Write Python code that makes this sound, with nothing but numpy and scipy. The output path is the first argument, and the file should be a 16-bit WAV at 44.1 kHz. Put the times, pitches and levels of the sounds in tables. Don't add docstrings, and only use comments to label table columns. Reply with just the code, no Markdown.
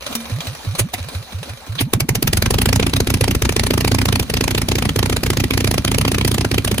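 import sys
import numpy as np
from scipy import signal
from scipy.fft import rfft, irfft, next_fast_len
from scipy.io import wavfile
from scipy.ndimage import uniform_filter1d

SR = 44100
rng = np.random.default_rng(int(sys.argv[2]) if len(sys.argv) > 2 else 0)


def digitize_waveform(pressure):
    field = np.atleast_2d(pressure).T
    bounded = np.clip(field, -1, 1)
    quanta = np.round(bounded * 32767).astype(np.int16)
    wavfile.write(sys.argv[1], SR, quanta)


N = 299880

# time_s, four_stroke_cycles_done
CRANK_PROGRESS = [(1.9365, 0), (2.2278, 2), (2.3328, 3), (2.7992, 9), (3.3517, 17), (3.7787, 23),
                  (4.1273, 28), (4.2696, 30), (4.9618, 40), (5.9848, 55), (6.052, 56), (6.1843, 58),
                  (6.7826, 67)]
CATCH_S = CRANK_PROGRESS[0][0]
V_LAG = 315 / 720
# time_s, level_db (against a full firing)
MISFIRES = [(2.898, -9), (3.035, -35), (3.172, -10), (3.382, -41), (3.526, -7.5), (4.229, -6.5),
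            (4.269, -38), (4.649, -32), (4.922, -38), (5.196, -38), (5.335, -6), (5.471, -30), (5.810, -37),
            (6.478, -31), (6.612, -31), (6.745, -7.5)]
# crack_db, length_ratio, thump_db
CYLINDERS = [(2.5, 0.94, -12), (0.5, 1.29, -25)]
# time_s, level_db, length_ratio (against a running firing), thump_db
COUGHS = [(0.795, 3.5, 2.5, -10.5), (1.81, -1, 2.9, -2.5)]
# pitch_hz, level_db, fullest_s, steepness (of the swell)
PIPE_MODES = [(59.7, -19, 0.016, 2.6), (103.7, -14.5, 0.014, 4.8), (156, -28.5, 0.023, 2.9),
              (204, -26, 0.018, 3), (229.8, -32, 0.026, 4.7), (258.8, -22, 0.018, 7.4),
              (373.7, -26.5, 0.0055, 2.2)]
# start_s (first exhaust valve opens), first_puff_db, second_puff_db
SLOW_CYCLES = [(.317, -12, -16.5), (.668, -11.5, -8.5), (1.0, -17.5, -13), (1.342, -15.5, -20),
               (1.691, -15.5, -9.5)]
PUFF_LENGTHS = [.1, 0.075]
# cycle_share, level_db (before load and scatter)
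TICKS = [(.125, -31), (.25, -23), (.434, -24.5), (.66, -31), (.94, -30)]
# cycle_share, level_db (before load), centre_hz, length_s
SCRAPES = [(0.391, -36.5, 257, 0.018), (0.398, -38.5, 640, 0.021), (0.832, -39.5, 825, 0.019),
           (0.966, -33.5, 245, 0.0099)]
# cycle_share, level_db (before load)
DRAG = [(0, -36), (.17, -41), (.42, -33.5), (.6, -39), (.78, -38.5)]
# centre_hz, width_hz, level_db
CASTING_MODES = [(541, 86, 9), (1190, 540, -13.5), (2384, 22, 14.5), (2770, 280, -3), (3937, 230, 7.5),
                 (3910, 42, -1), (4180, 94, 1), (6200, 490, -3)]
# pitch_hz, level_db, t60_s
STAND_MODES = [(230, 1, 0.36), (2380, -12, 0.26), (3600, -8, 0.24), (4040, -34, 1.9), (5640, -9, 0.19)]
# frequency_hz, level_db
RUB_SPECTRUM = [(30, -24), (90, 1), (240, 5), (350, -3.5), (520, 6), (900, 1.5), (1200, 4.5), (1800, 0),
                (4000, -0.5), (7000, -7), (10000, -6.5), (15000, -11)]
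# frequency_hz, level_db
JET_SPECTRUM = [(30, 1), (130, 5.5), (250, 5.5), (420, 3), (650, -0.5), (950, -3.5), (1600, -5.5),
                (2500, -1), (3300, -5), (5000, -7), (8000, -11.5), (10000, -10.5), (14000, -15),
                (16000, -20.5)]
# frequency_hz, level_db
SHAKE_SPECTRUM = [(15, -52), (35, -10), (70, 6.5), (200, 14), (330, -1.5), (600, -7.5), (2000, -62)]
# frequency_hz, left_lead_rad
PORT_PHASE = [(100, 0), (700, .4), (1800, -.2), (2200, 1.5), (2800, 2.7), (3600, 2.2), (4400, 1.4),
              (5100, 1.8), (5500, 4), (6500, 6.6), (7700, 9.7), (9000, 7.6), (10000, 6.3), (12100, 3.1),
              (13900, 0), (15900, -3.1)]
# frequency_hz, correlation
PORT_LIKENESS = [(100, 0.76), (300, 0.84), (600, 0.6), (1200, 0.43), (2500, 0.3), (4500, 0.45),
                 (8000, 0.39), (12000, 1)]
# frequency_hz, left_minus_right_db
PORT_LEAN = [(40, 8), (100, -3.5), (250, -1), (500, 0.5), (1000, 0.8), (3000, -3), (9000, -0.6)]
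# frequency_hz, t60_s
YARD_DECAY = [(150, 0.13), (1500, 0.15), (12000, 0.011)]

TOP_HZ = 16300
FLARE_S, FLARE_CRACK_DB, FLARE_BOOM_DB = 0.81, 4.5, 5.5
IDLE_RATE, PUFF_RATE, BOOM_RATE = 14.5, 7.4, 11.2
FIRST_CYCLE_S = -.02
PUFF_HZ, COLD_END_HZ, HOT_END_HZ = 89, [198, 161], 289
EASE_DB_PER_S = 3.5
SLACK_DB, SLACK_S = 5, 0.15


def amp(db):
    return 10 ** (np.asarray(db) / 20)


def unit(x):
    return x / np.sqrt(np.mean(x ** 2) + 1e-20)


def along(points, hz):
    f, v = np.transpose(points)
    return np.interp(np.log(hz + 1), np.log(f + 1), v)


def filtered(x, response):
    size = next_fast_len(N + SR // 2)
    hz = np.fft.rfftfreq(size, 1 / SR)
    return irfft(rfft(x, size) * response(hz), size)[..., :N]


def add(track, s, sound):
    part = track[..., max(round(s * SR), 0):][..., :sound.shape[-1]]
    part += sound[..., :part.shape[-1]]


def band(hz, centre_hz, width_hz):
    return 1 / (1 + ((hz - centre_hz) / width_hz) ** 2)


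def mottle(hz, depth_db, count=28):
    knots = np.linspace(0, np.sqrt(TOP_HZ), count)
    ripple = np.interp(np.sqrt(hz), knots, rng.standard_normal(count))
    return amp(depth_db * ripple * hz / (hz + 400))


def flutter(depth_db, size):
    drift = unit(uniform_filter1d(rng.standard_normal(N), size))
    return unit(amp(depth_db * drift))


def rush(colour, size=N):
    hz = np.fft.rfftfreq(size, 1 / SR)
    turn = np.arccos(np.clip(along(PORT_LIKENESS, hz), 0, 1)) / 2
    weights = np.array([np.cos(turn), np.sin(turn)])
    noise = rfft(rng.standard_normal((2, size)))
    mid, side = irfft(noise * colour(hz) * weights, size)
    return unit(np.array([mid + side, mid - side]))


def swish(centre_hz, length, relative_width=0.25):
    t = np.arange(-SR // 10, SR // 10) / SR
    noise = rush(lambda hz: band(hz, centre_hz, relative_width * centre_hz), len(t))
    return np.exp(-(t / length) ** 2) * noise


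def crank_time(cycles):
    s, knots = np.transpose(CRANK_PROGRESS)

    def basis(c):
        return np.c_[abs(c[:, None] - knots) ** 3, np.ones(len(c)), c]

    rows = basis(knots)
    ends = np.c_[rows[:, -2:].T, np.zeros((2, 2))]
    weights = np.linalg.solve(np.r_[rows, ends], np.r_[s, 0, 0])
    return basis(cycles) @ weights


def firings():
    whole = np.arange(CRANK_PROGRESS[-1][1] + 1)
    cycles = np.sort(np.r_[whole, whole[:-1] + V_LAG])
    times = crank_time(cycles)
    burn_db = np.zeros(len(times))
    for s, db in MISFIRES:
        burn_db[np.argmin(abs(times - s))] = db
    speed = .5 / (crank_time(cycles + .5) - times)
    return times, burn_db, speed


def flare(s):
    return np.exp(-(s - CATCH_S) / FLARE_S)


def merged(speed):
    return np.clip((speed - PUFF_RATE) / (BOOM_RATE - PUFF_RATE), 0, 1)


def turn_starts():
    return np.r_[FIRST_CYCLE_S, np.transpose(SLOW_CYCLES)[0], CATCH_S]


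def each_turn(share):
    starts = turn_starts()
    return starts[:-1] + share * np.diff(starts)


def load_db(s):
    slack = sum((s > start) & (s < start + SLACK_S) for start, *_ in COUGHS)
    return EASE_DB_PER_S * (1 - s) - SLACK_DB * slack


def drag_db(s):
    starts = turn_starts()
    position = np.interp(s, starts, np.arange(len(starts)))
    return np.interp(position, *np.transpose(DRAG), period=1) + load_db(s)


def yard(x, delay=.008):
    hz, t, z = signal.stft(rng.standard_normal((2, SR // 3)), SR, nperseg=256)
    decay = amp(-60 * t / along(YARD_DECAY, hz)[:, None])
    tail = signal.istft(z * decay, SR, nperseg=256)[1]
    tail = np.pad(tail / np.linalg.norm(tail[0]), ((0, 0), (int(delay * SR), 0)))
    return signal.fftconvolve(x, tail, axes=1)[:, :N]


def buffet(level_db=-39, gust_db=2):
    air = filtered(rng.standard_normal((2, N)), lambda hz: band(hz, 74, 25))
    running = np.interp(np.arange(N) / SR, [1.9, 2.3], [0, 1])
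    return amp(level_db) * running * unit(air) * flutter(gust_db, size=6000)


def clank(s=.152, level_db=-23, snap_db=-11.5, snap_t60=0.048):
    out, t = np.zeros((2, N)), np.arange(SR // 2) / SR
    ring = sum(amp(db - 60 * t / t60) * np.sin(2 * np.pi * hz * t) for hz, db, t60 in STAND_MODES)
    snap = amp(snap_db - 60 * t / snap_t60) * rng.standard_normal((2, len(t)))
    add(out, s, amp(level_db) * ring + snap)
    return out


def crankcase(hz):
    return sum((-1) ** k * amp(db) * 1j * hz * width / (centre ** 2 - hz ** 2 + 1j * hz * width)
               for k, (centre, width, db) in enumerate(CASTING_MODES))


def metal(size, ripple_db, ring_db):
    plain = rush(lambda hz: amp(along(RUB_SPECTRUM, hz)) * mottle(hz, ripple_db), size)
    ringing = rush(lambda hz: crankcase(hz) * mottle(hz, ripple_db), size)
    return unit(plain + amp(ring_db) * ringing)


def cranking(ring_db=-8, ripple_db=3.5, grain_db=0.1, rumble_db=-46):
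    out, size = np.zeros((2, N)), SR // 20
    window = np.sqrt(np.hanning(size))
    for s in np.arange(0, CATCH_S, size / 2 / SR):
        add(out, s, window * metal(size, ripple_db, ring_db))
    rumble = rush(lambda hz: band(hz, 66, 26) ** 2)
    level_db = uniform_filter1d(drag_db(np.arange(N) / SR), size=600)
    return amp(level_db) * out * flutter(grain_db, size=120) + amp(rumble_db) * rumble


def scrapes():
    out = np.zeros((2, N))
    for share, db, centre_hz, length in SCRAPES:
        for s in each_turn(share):
            add(out, s - 1 / 10, amp(db + load_db(s)) * swish(centre_hz, length))
    return out


def rattle(count=90, spread_db=3.5, t60=0.027, ripple_db=5.0, ring_db=-2):
    out, t = np.zeros((2, N)), np.arange(SR // 25) / SR
    for when, size in rng.random((count, 2)):
        s = when * CATCH_S
        db = drag_db(s) - spread_db * np.log(0.049 + size)
        add(out, s, amp(db - 60 * t / t60) * metal(len(t), ripple_db, ring_db))
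    return out


def ticks(rise=0.00039, t60=.075, ripple_db=4, ring_db=-3, scatter_db=1):
    out, t = np.zeros((2, N)), np.arange(SR // 5) / SR
    for share, db in TICKS:
        for s in each_turn(share):
            peak_db = db + load_db(s) + scatter_db * rng.standard_normal()
            shape = amp(peak_db - 60 * t / t60) * (1 - np.exp(-t / rise))
            add(out, s, shape * metal(len(t), ripple_db, ring_db))
    return out


def clatter(whirr_db=-38, tappet_db=-31, tappet_delay=0.011, tappet_t60=0.0055, scatter_db=3, shake_db=-34):
    times = firings()[0]
    running = np.interp(np.arange(N) / SR, [1.9, 2.4], [0, 1])
    taps, t = np.zeros(N), np.arange(SR // 10) / SR
    for s, size in zip(times, rng.standard_normal(len(times))):
        add(taps, s + tappet_delay, amp(tappet_db + scatter_db * size - 60 * t / tappet_t60))
    gears = unit(rush(lambda hz: amp(along(RUB_SPECTRUM, hz))) + .5 * rush(crankcase))
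    shake = rush(lambda hz: amp(along(SHAKE_SPECTRUM, hz)))
    return running * ((amp(whirr_db) + taps) * gears + amp(shake_db) * shake)


def leak(s=1.793, level_db=-17, centre_hz=3300, length=0.0085):
    out = np.zeros((2, N))
    add(out, s - 1 / 10, amp(level_db) * swish(centre_hz, length))
    return out


def puff(length, end_hz, rise=0.0051, damping=1.93, overtone_db=-26, waver=0.1, push_db=-14, push_length=0.01):
    t = np.arange(int(length * SR)) / SR
    stroke = t / length
    unsteady = np.interp(stroke, np.linspace(0, 1, 6), rng.standard_normal(6))
    hz = (PUFF_HZ + (end_hz - PUFF_HZ) * stroke ** 2) * (1 + waver * unsteady)
    phase = 2 * np.pi * np.cumsum(hz) / SR
    valve = (1 - np.exp(-(t / rise) ** 2)) * np.minimum(1, 6 * (1 - stroke))
    push = amp(push_db) * np.exp(-(t / push_length - 1) ** 2)
    ring = np.exp(-damping * stroke) * (np.sin(phase) + amp(overtone_db) * np.sin(2 * phase))
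    return valve * (push + ring)


def puffs(hot_delay=0.00684):
    out = np.zeros(N)
    for (start, *levels), period in zip(SLOW_CYCLES, np.diff(turn_starts())[1:]):
        for lag, db, length, end_hz in zip([0, V_LAG], levels, PUFF_LENGTHS, COLD_END_HZ):
            s = start + lag * period
            for cough_s, *_ in COUGHS:
                if abs(cough_s - s) < period / 10:
                    s, end_hz = cough_s + hot_delay, HOT_END_HZ
            add(out, s, amp(db) * puff(length, end_hz))
    return out


def blast(s, stretch, rise=0.0022, fall=0.0038, bluntness=1.14, tail_db=-19, tail_t60=.11):
    lead = SR // 50
    t = (np.arange(SR // 8) - lead) / SR
    jet = np.exp(-abs(t / np.where(t < 0, rise, fall) / stretch) ** bluntness)
    eddies = amp(tail_db - 60 * np.where(t < 0, -20 * t, t) / tail_t60)
    return s - lead / SR, np.hypot(jet, eddies)


def jet_noise(size, sizzle_db, tilt_db=2.4, ripple_db=2.8):
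    treble_db = sizzle_db + tilt_db * rng.standard_normal()

    def colour(hz):
        return amp(along(JET_SPECTRUM, hz) + treble_db * hz / 10000) * mottle(hz, ripple_db)

    return rush(colour, size)


def thump(hz, length):
    t = np.arange(-SR // 100, SR // 100) / SR
    return np.exp(-(t / length) ** 2) * np.sin(2 * np.pi * hz * t)


def spit_back(s=0.94, level_db=-17.0, stretch=2, sizzle_db=8, hoot_db=-13, hoot_hz=725, hoot_t60=.04,
              rasp_db=-26, puff_db=-25):
    out, t = np.zeros((2, N)), np.arange(SR // 8) / SR
    start, shape = blast(s, stretch)
    add(out, start, amp(level_db) * shape * jet_noise(len(shape), sizzle_db))
    hoot_shape = amp(hoot_db - 60 * t / hoot_t60) * (1 - np.exp(-t / 0.0013))
    add(out, s - .004, hoot_shape * np.sin(2 * np.pi * hoot_hz * t))
    add(out, s + 0.0061 - 1 / 10, amp(rasp_db) * swish(centre_hz=2450, length=0.0098))
    add(out, s, amp(puff_db) * puff(length=.067, end_hz=120))
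    return out


def coughs(level_db=-12, sizzle_db=8, crackle_db=2, thump_hz=270, thump_length=0.0053):
    spit, thumps = np.zeros((2, N)), np.zeros(N)
    for s, db, stretch, thump_db in COUGHS:
        start, shape = blast(s, stretch)
        add(spit, start, amp(db) * shape * jet_noise(len(shape), sizzle_db))
        add(thumps, s - .006, amp(db + thump_db) * thump(thump_hz, thump_length))
    return amp(level_db) * (spit * flutter(crackle_db, size=50) + thumps)


def chuffs(level_db=-5.5, second_db=-3, delay=.006, share=.31, end_hz=310, gargle_db=-27, gargle_hz=700,
           gargle_t60=.13):
    out, t = np.zeros((2, N)), np.arange(SR // 8) / SR
    for k, (s, burn_db, speed) in enumerate(zip(*firings())):
        gain = amp(level_db + burn_db + second_db * (k % 2)) * np.sqrt(1 - merged(speed))
        add(out, s + delay, gain * puff(share / speed, end_hz, damping=1.9, waver=.1))
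        gargle = rush(lambda hz: band(hz, gargle_hz, gargle_hz), len(t))
        add(out, s, amp(gargle_db + burn_db - 60 * t / gargle_t60) * flare(s) * gargle)
    return out


def booms(level_db=0.27, lead=0.004254, scatter_db=2.5, detune=0.018, unburnt_db=-17, pitch_law=0.69):
    out, t = np.zeros(N), np.arange(SR // 8) / SR
    hz, db, fullest, steep = np.transpose(PIPE_MODES)[:, :, None]
    for s, burn_db, speed in zip(*firings()):
        size, heat = rng.standard_normal((2, len(PIPE_MODES), 1))
        swell = (t / fullest * np.exp(1 - t / fullest)) ** steep
        pitch = (speed / IDLE_RATE) ** pitch_law * (1 + detune * heat)
        ring = amp(db + scatter_db * size) * swell * np.sin(2 * np.pi * hz * pitch * t)
        gain = amp(level_db + FLARE_BOOM_DB * flare(s) + max(burn_db, unburnt_db))
        add(out, s - lead, gain * np.sqrt(merged(speed)) * ring.sum(0))
    return out


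def cracks(level_db=-12.5, scatter_db=0.61, length_scatter=0.014, cold_db=5, thump_hz=380, thump_length=0.0031,
           crackle_db=2.25):
    jet, thumps = np.zeros((2, N)), np.zeros(N)
    for k, (s, burn_db, speed) in enumerate(zip(*firings())):
        crack_db, stretch, thump_db = CYLINDERS[k % 2]
        size, length, pitch = rng.standard_normal(3)
        gain = amp(burn_db + FLARE_CRACK_DB * flare(s) + scatter_db * size)
        start, shape = blast(s, stretch * np.exp(length_scatter * length))
        cold = np.interp(s, [2.3, 2.8], [1, 0])
        add(jet, start, gain * amp(crack_db) * shape * jet_noise(len(shape), cold_db * cold))
        swing = thump(thump_hz * np.exp(.05 * pitch), thump_length)
        add(thumps, s - len(swing) / 2 / SR, gain * amp(thump_db - 4.4 * cold) * swing)
    return amp(level_db) * jet * flutter(crackle_db, size=24) + thumps


def scene(yard_db=-20):
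    rig = cranking() + scrapes() + rattle() + ticks() + clank()
    turning = rig + leak() + puffs() + spit_back() + coughs()
    engine = turning + clatter() + chuffs() + booms() + cracks()
    return engine + amp(yard_db) * yard(engine) + buffet()


def record(dry, low_cut_hz=22):
    sides = np.array([[.5], [-.5]])

    def ports(hz):
        return amp(sides * along(PORT_LEAN, hz)) * np.exp(1j * (sides - .5) * along(PORT_PHASE, hz))

    heard = filtered(dry, lambda hz: ports(hz) * hz ** 2 / (hz ** 2 + low_cut_hz ** 2))
    return filtered(np.clip(heard, -.9, .9), lambda hz: hz < TOP_HZ)


dry = scene()
out = record(dry)
digitize_waveform(out)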